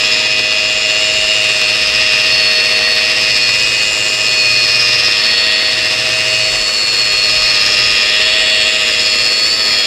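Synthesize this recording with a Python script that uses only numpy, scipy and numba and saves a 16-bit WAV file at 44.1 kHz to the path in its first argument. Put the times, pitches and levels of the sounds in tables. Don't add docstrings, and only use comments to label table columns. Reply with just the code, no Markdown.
import sys
import numpy as np
from scipy import signal
from scipy.io import wavfile
from scipy.ndimage import uniform_filter1d, minimum_filter1d, map_coordinates
from numba import njit

SR = 44100
rng = np.random.default_rng(int(sys.argv[2]) if len(sys.argv) > 2 else 0)


def ratio_of_db(decibels):
    return 10 ** (np.asarray(decibels, float) / 20)


def wrap_up_sound(samples):
    columns = np.atleast_2d(samples).T
    tamed = np.clip(columns, -1, 1)
    steps = np.round(tamed * 32767).astype(np.int16)
    wavfile.write(sys.argv[1], SR, steps)


N = 434826
SLOW_S = np.arange(0, N / SR + .01, .01)
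RIPPLE_HZ = 120.05

# (time [s], nearness to the loose middle of the panel, pressure,
# roll of the rear vents to the microphone, tilt of the gear case to it)
HOLD = [(0.0, -0.19, 0.066, -0.049, 0.16), (0.41, -0.094, -0.72, 0.48, 0.09), (1.23, -0.02, -1, 0.54, 0.58),
        (1.89, 0.24, 0.12, -0.3, 0.052), (2.07, 0.24, 0.34, -0.33, 0.4), (2.9, -0.077, -0.27, -0.87, -0.05),
        (3.35, 0.3, 0.23, -0.091, 0.09), (4.01, -0.084, -0.81, 0.94, 0.039),
        (4.91, 0.62, 0.41, -0.42, -0.11), (5.52, -0.77, 0.023, -0.66, -0.26), (5.9, 0.2, -0.4, -0.67, -0.2),
        (6.38, 0.42, -0.61, 0.13, 0.15), (6.76, -0.21, -0.73, 0.33, -0.46), (7.82, 0.24, 1.0, -0.17, 0.057),
        (8.49, -1.13, 0.0063, -0.44, 0.4), (8.82, -0.7, 0.089, 0.13, 0.25),
        (9.55, -0.5, -0.075, 0.19, -0.96), (9.86, -0.89, 0.36, 0.025, -0.49)]
# (middle [s], length [s], level [dB], ring frequency [Hz])
PART_GLINTS = [(0.1, 0.9, -3.12, 7950), (0.44, 0.75, -11, 7300), (0.56, 2, -4.5, 8600),
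               (0.74, 1.5, -5, 7950), (1.14, 1.3, 3.5, 5100), (2.66, 1.3, 2, 8600),
               (2.76, 0.65, -6.19, 120), (4.96, 1.2, 1.27, 3500), (6.3, 1.3, 2.5, 120),
               (6.56, 1.2, 2.5, 7950), (7.14, 0.55, -1.81, 5100), (7.82, 1.2, -0.3, 5100),
               (8.5, 0.9, 11, 7950), (8.6, 0.8, -0.5, 5100), (9.1, 0.55, 2.5, 5100),
               (9.18, 0.7, -1.2, 3500), (9.7, 0.9, 0, 7300), (9.86, 1.2, -7, 7950)]


def curves(table):
    s, *columns = np.transpose(table)
    return np.array([np.interp(SLOW_S, s, c) for c in columns])


def swells(rows, only=None):
    if only is not None:
        rows = [row for row in rows if abs(row[3] / only - 1) < .015]
    total = 0 * SLOW_S
    for middle, length, size, *_ in rows:
        total = total + size * np.cos(np.pi * np.clip((SLOW_S - middle) / length, -.5, .5)) ** 2
    return total


def fast(slow):
    return np.interp(np.arange(N) / SR, SLOW_S, slow)


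def walk(rate):
    k = int(SR / rate)
    steps = np.repeat(rng.standard_normal(N // k + 1), k)[:N]
    return 1.3 * uniform_filter1d(uniform_filter1d(steps, k), k)


@njit
def svf(x, hz, width):
    y, b, l = np.empty(len(x)), 0., 0.
    g, k = np.tan(np.pi * hz / SR), width / hz
    for i in range(len(x)):
        v = (b + g * (x[i] - l)) / (1 + g * (g + k))
        b, l, y[i] = 2 * v - b, l + 2 * g * v, k * v
    return y


def tone(phase, db, beat, flutter, throb):
    lag, start = rng.uniform(-.8, .8), rng.uniform(0, 2 * np.pi)
    size = ratio_of_db(db + 3.5 * flutter * walk(70.)) * (1 + throb * np.cos(beat + lag))
    return np.sqrt(2) * size * np.sin(phase + start + flutter * walk(45.))


def facing_db(hz):
    # (ring frequency [Hz], then [dB] per unit of nearness, pressure, roll, tilt)
    ringing_parts = [
        (1950.0, 0, 0, -1.5, 1.7),
        (3500.0, -2.5, 0.7, -1.7, 4),
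        (5100.0, 3, 5.5, 1, -2.5),
        (6430, 6, -1.5, -0.5, 1.5),
        (7300.0, -4.5, -0.5, 7, -0.5),
        (7950.0, 4.5, 0.2, 2, -1.2),
        (8600.0, 0.6, 1, 1.7, -2),
    ]
    parts = np.array(ringing_parts)
    place = np.interp(np.log(hz), np.log(parts[:, 0]), np.arange(7))
    low = min(int(place), 5)
    below, above = (part[1:] @ curves(HOLD) + swells(PART_GLINTS, part[0]) for part in parts[low:low + 2])
    blend = below + (place - low) * (above - below)
    return fast(min(hz / 1800, 1) ** 2 * blend)


def armature_turn():
    # (time [s], armature turns [Hz])
    speed_points = [(0.0, 104.43), (0.91, 104.65), (1.38, 105.59), (1.56, 104.15), (2.84, 104.6),
                    (3.25, 105.12), (3.4, 103.21), (3.69, 105.09), (4.86, 103.34), (5.27, 104.96),
                    (6.1, 105.57), (6.75, 105.23), (6.89, 103.83), (8.04, 103.17), (8.39, 105.7),
                    (9.22, 103.91), (9.55, 106.39), (9.86, 103.0)]
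    # (middle [s], length [s], change of turns [Hz])
    hand_shoves = [(0.12, 0.16, -0.44), (0.94, 0.2, -0.35), (1.06, 0.16, 0.47), (1.76, 0.16, 0.55),
                   (2.2, 0.2, -0.58), (2.36, 0.26, 0.63), (2.54, 0.2, -0.48), (4.02, 0.26, -0.33),
                   (4.18, 0.2, 0.6), (4.84, 0.2, -0.36), (5.82, 0.26, -0.74), (6.04, 0.45, 0.36),
                   (7.42, 0.2, 0.66), (7.64, 0.26, -0.65), (7.84, 0.2, 0.46), (8.6, 0.16, -0.42),
                   (8.76, 0.2, 0.45), (8.92, 0.26, -0.31), (9.38, 0.26, -0.39), (9.54, 0.2, 0.54),
                   (9.7, 0.2, -0.54), (9.86, 0.12, 0.7)]
    return 2 * np.pi * np.cumsum(fast(curves(speed_points)[0] + swells(hand_shoves))) / SR


def singing_db():
    # (start [s], length [s], level [dB])
    catches = [(.12, 0.45, -25), (1.58, 0.22, -21), (2.287, 0.74, -16.5), (3.327, 0.23, -19),
               (3.6, .1, -22), (3.74, 0.13, -18), (4.283, 0.49, -18), (5.2, 0.54, -17.5),
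               (6.297, 1.35, -18), (7.05, .3, -15), (8.2, 0.5, -19), (9.01, 1.0, -17)]
    rest_db, ramp_s = -27.5, .12
    lifts = []
    for start, length, db in catches:
        inside_s = np.minimum(SLOW_S - start, start + length - SLOW_S)
        lifts.append((db - rest_db) * np.clip(inside_s / ramp_s + .5, 0, 1))
    return fast(rest_db + np.max(lifts, axis=0)) + walk(6.)


def whine(turn, beat):
    # (multiple of the turn, level [dB], then [dB] per unit of nearness, pressure, roll, tilt)
    main_tones = [
        (6.0, -32.0, -0.9, -3, -2.5, 7.2),
        (12.0, -36.5, 0.8, 7, 2.8, -1.5),
        (18.0, -33.5, -4.5, 3.6, -11, 1),
        (42.0, -22.5, -0.5, 0.5, -3.0, -9.9),
        (66.1, -39.5, -4.5, 9, 11, 5),
        (24.0, -22, 4.5, 3, 2.2, 5.5),
        (26.0, -23.5, 0, -0.4, -4, 6.5),
        (27.0, -25, 2.5, 3.5, 6, 11),
        (32.0, -31, -8.5, 8, -0.5, 2),
    ]
    # (level [dB], then [dB] per unit of nearness, pressure, roll, tilt)
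    beside_mesh = (-48, -2, -5.5, -6.5, 1)
    # (multiple of the turn, level [dB])
    weak_tones = [(1, -62), (2, -51.5), (5, -44), (11, -50), (14, -53), (17, -35), (19, -35.5), (20, -40),
                  (23, -29), (28, -34), (29, -46), (33, -35.5), (35, -31.5), (36, -34), (38, -33),
                  (40, -32.5), (41, -41), (43, -40), (48, -33.5), (50, -29.5), (57, -44), (60, -56),
                  (61, -50), (67, -40.5), (69, -53), (70, -55), (71, -50), (75, -50), (76, -46.5)]
    # (middle [s], length [s], level [dB], multiple of the turn)
    paint_fades = [(0.34, 0.9, 3.5, 24), (0.6, 1.3, 6, 32), (0.78, 0.55, -14, 18), (1.12, 0.86, -8.5, 24),
                   (1.16, 0.55, -11, 12), (1.74, 0.7, -12, 66), (2.78, 0.7, 0, 27), (3.16, 0.33, -2, 27),
                   (3.5, 1.2, -7, 12), (3.68, 1.1, 2.5, 24), (3.72, 0.87, -5.5, 6), (4.44, 0.55, 4.85, 24),
                   (4.78, 0.62, -5, 26), (4.88, 0.66, 4, 27), (4.96, 0.97, -7, 32), (5.08, 0.4, -4, 6),
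                   (5.98, 0.3, -6.43, 27), (6.32, 1.2, 2.5, 6), (6.72, 0.64, -9, 24), (6.78, 0.4, -12, 32),
                   (6.88, 0.4, -9, 6), (6.92, 1, 2.5, 27), (7.26, 0.55, 2, 26), (7.4, 0.42, 4, 6),
                   (7.74, 0.67, -6, 24), (9.06, 0.76, -3, 18), (9.22, 0.43, 7, 26), (9.58, 0.34, -1, 27)]
    out = 0
    for k, db, *lean in list(main_tones) + [(7, *beside_mesh)]:
        k = round(k)
        if k == 42:
            level = singing_db()
        else:
            level = fast(db + lean @ curves(HOLD) + swells(paint_fades, k))
        sound = tone(k * turn, level, beat, flutter=0.31 + 0.0018 * k, throb=0.068)
        if k == 6:
            sound = sound * (1 + .25 * np.cos(6 / 49 * turn))
        out = out + sound
    for k, db in weak_tones:
        level = db + facing_db(105 * k) + 2.2 * walk(1.15)
        out = out + tone(k * turn, level, beat, flutter=0.24 + 0.0021 * k, throb=.25 * min(k / 45, 1))
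    return out


def clatter(turn, memory):
    steps = 512
    fresh = rng.standard_normal((int(turn[-1] / (2 * np.pi)) + 3, steps))
    worn = signal.lfilter([1], [1, -memory], fresh, axis=0).ravel()
    return map_coordinates(worn, [turn * steps / (2 * np.pi) + 8], order=3)


def rattle(turn, mains, beat):
    # (frequency [Hz], level [dB per Hz])
    noise_floor = [(40, -20), (130, -11.5), (170, -23), (420, -10), (800, -16.5), (1500, -13), (1900, -4.5),
                   (3100, -7.5), (4700, -6), (5800, -13), (6600, -17), (8600, -21), (10500, -30),
                   (15700, -41)]
    # (frequency [Hz], depth per turn, per half turn, per mains ripple, of the slow throb, grit [dB])
    gate_depths = [(300, 0.12, 0.037, 0.58, 0.024, 2), (2620, 0.026, 0.55, 0.58, 0.014, 0.5),
                   (4700, 0.16, 0.1, 0.17, 0.12, 1.5), (7160, 0.52, 0.13, 0.033, 0.054, 0.3),
                   (12000, 0.14, .12, 0.11, 0.098, 2)]
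    # (frequency [Hz], width [Hz], level above the noise [dB])
    housing_rings = [(1215, 181, 8.5), (2592, 157, 9), (2940, 120, -3.5), (3270, 710, 1.5), (4433, 140, 6),
                     (5148, 640, 11.5), (7330, 520, 9), (8070, 360, 7.5)]
    floor, gating = np.transpose(noise_floor), np.transpose(gate_depths)
    grit = rng.exponential(size=N // 40 + 1).repeat(40)[:N]
    sources = [clatter(turn, memory=0.27) for _ in range(3)]
    shudder_db = .4 * walk(60.)
    pressure = fast(curves(HOLD)[1])
    waves = np.cos([turn, 2 * turn, mains, beat]) * (1 + 0.13 * pressure)
    waves[3] *= 1 + .9 * pressure
    centres = np.r_[60 * 2 ** np.arange(0, 4.6, 1 / 4), 1450 * 2 ** np.arange(0, 3.45, 1 / 16)]
    out = 0
    for k, (hz, width) in enumerate(zip(centres, np.gradient(centres))):
        if k % 3 == 0:
            *depth, grit_db = (np.interp(np.log(hz), np.log(gating[0]), g) for g in gating[1:])
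            gate = np.exp(depth @ waves) * ratio_of_db(grit_db * grit)
        band = svf(svf(sources[k % 3] * gate, hz, 1.25 * width), hz, 1.25 * width)
        db = np.interp(np.log(hz), np.log(floor[0]), floor[1]) + 10 * np.log10(width)
        for ring_hz, ring_width, lift in housing_rings:
            db += lift * np.exp(-((hz - ring_hz) / (0.5 * ring_width)) ** 2)
        level = db + facing_db(hz) + 0.88 * walk(1.29) + shudder_db
        out = out + band / band.std() * ratio_of_db(level)
    return out / out.std() * ratio_of_db(-15.5)


def panel(turn, mains, beat):
    # (multiple of the mains ripple, multiple of the turn, level [dB], [dB] per unit of roll)
    buzz_tones = [
        (1, 1, -47, -3.5),
        (2, 0, -46.5, 1),
        (1, 2, -55, 0.1),
        (3, 0, -47.5, -1),
        (4, 0, -39.5, -4),
    ]
    # (middle [s], length [s], level [dB])
    stiffener_dips = [
        (.5, .3, -5),
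        (.75, .3, -3),
        (1.25, .3, -7),
        (2.75, 0.76, -17),
        (5.45, .8, -14),
        (6.75, .3, -8),
        (8.45, 1.1, -13),
        (9.3, .3, -3),
    ]
    nearness, _, roll, _ = curves(HOLD)
    hum_db = fast(-42 + 11 * nearness + swells(PART_GLINTS, RIPPLE_HZ) + swells(stiffener_dips))
    out = tone(mains, hum_db, beat, flutter=0.13, throb=0.15)
    for m, k, db, roll_db in buzz_tones:
        level = db + roll_db * fast(roll) + 1.3 * walk(1.72)
        out = out + tone(m * mains + k * turn, level, beat, flutter=0.17, throb=0.15)
    return out


def breeze():
    # (middle [s], length [s], level [dB])
    wind_gusts = [
        (1.18, 0.5, 2),
        (2.0, 1.6, 5),
        (3.68, 1.5, 5),
        (5.94, 0.5, -7),
        (6.56, 0.5, 6),
        (7.36, 0.22, 5.47),
        (7.48, 1.5, 8.5),
        (7.5, 0.2, -6.1),
        (8.5, 1.9, 6.5),
    ]
    air = svf(svf(rng.standard_normal(N), 40.0, 45.), 40.0, 45.)
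    return air / air.std() * ratio_of_db(fast(-48.5 + swells(wind_gusts)) + 2.4 * walk(8.8))


def scene():
    turn = armature_turn()
    mains = 2 * np.pi * RIPPLE_HZ * np.arange(N) / SR
    beat = mains - turn
    turn = turn + .013 * np.sin(beat) + .011 * walk(18.)
    load = 1 + 0.15 * np.cos(mains) + 0.22 * np.cos(turn)
    mix = load * whine(turn, beat) + rattle(turn, mains, beat) + panel(turn, mains, beat) + breeze()
    return mix[None]


def band_limit(x):
    return signal.sosfilt(signal.butter(12, 15720, fs=SR, output="sos"), x)


def record(dry):
    duck = minimum_filter1d(np.minimum(.89 / (abs(dry) + 1e-9), 1), size=129)
    held = dry * uniform_filter1d(uniform_filter1d(duck, size=64), size=64)
    held = signal.sosfilt(signal.ellip(10, .2, 70, 15650, fs=SR, output="sos"), held)
    return band_limit(held)


dry = scene()
out = record(dry)
wrap_up_sound(out)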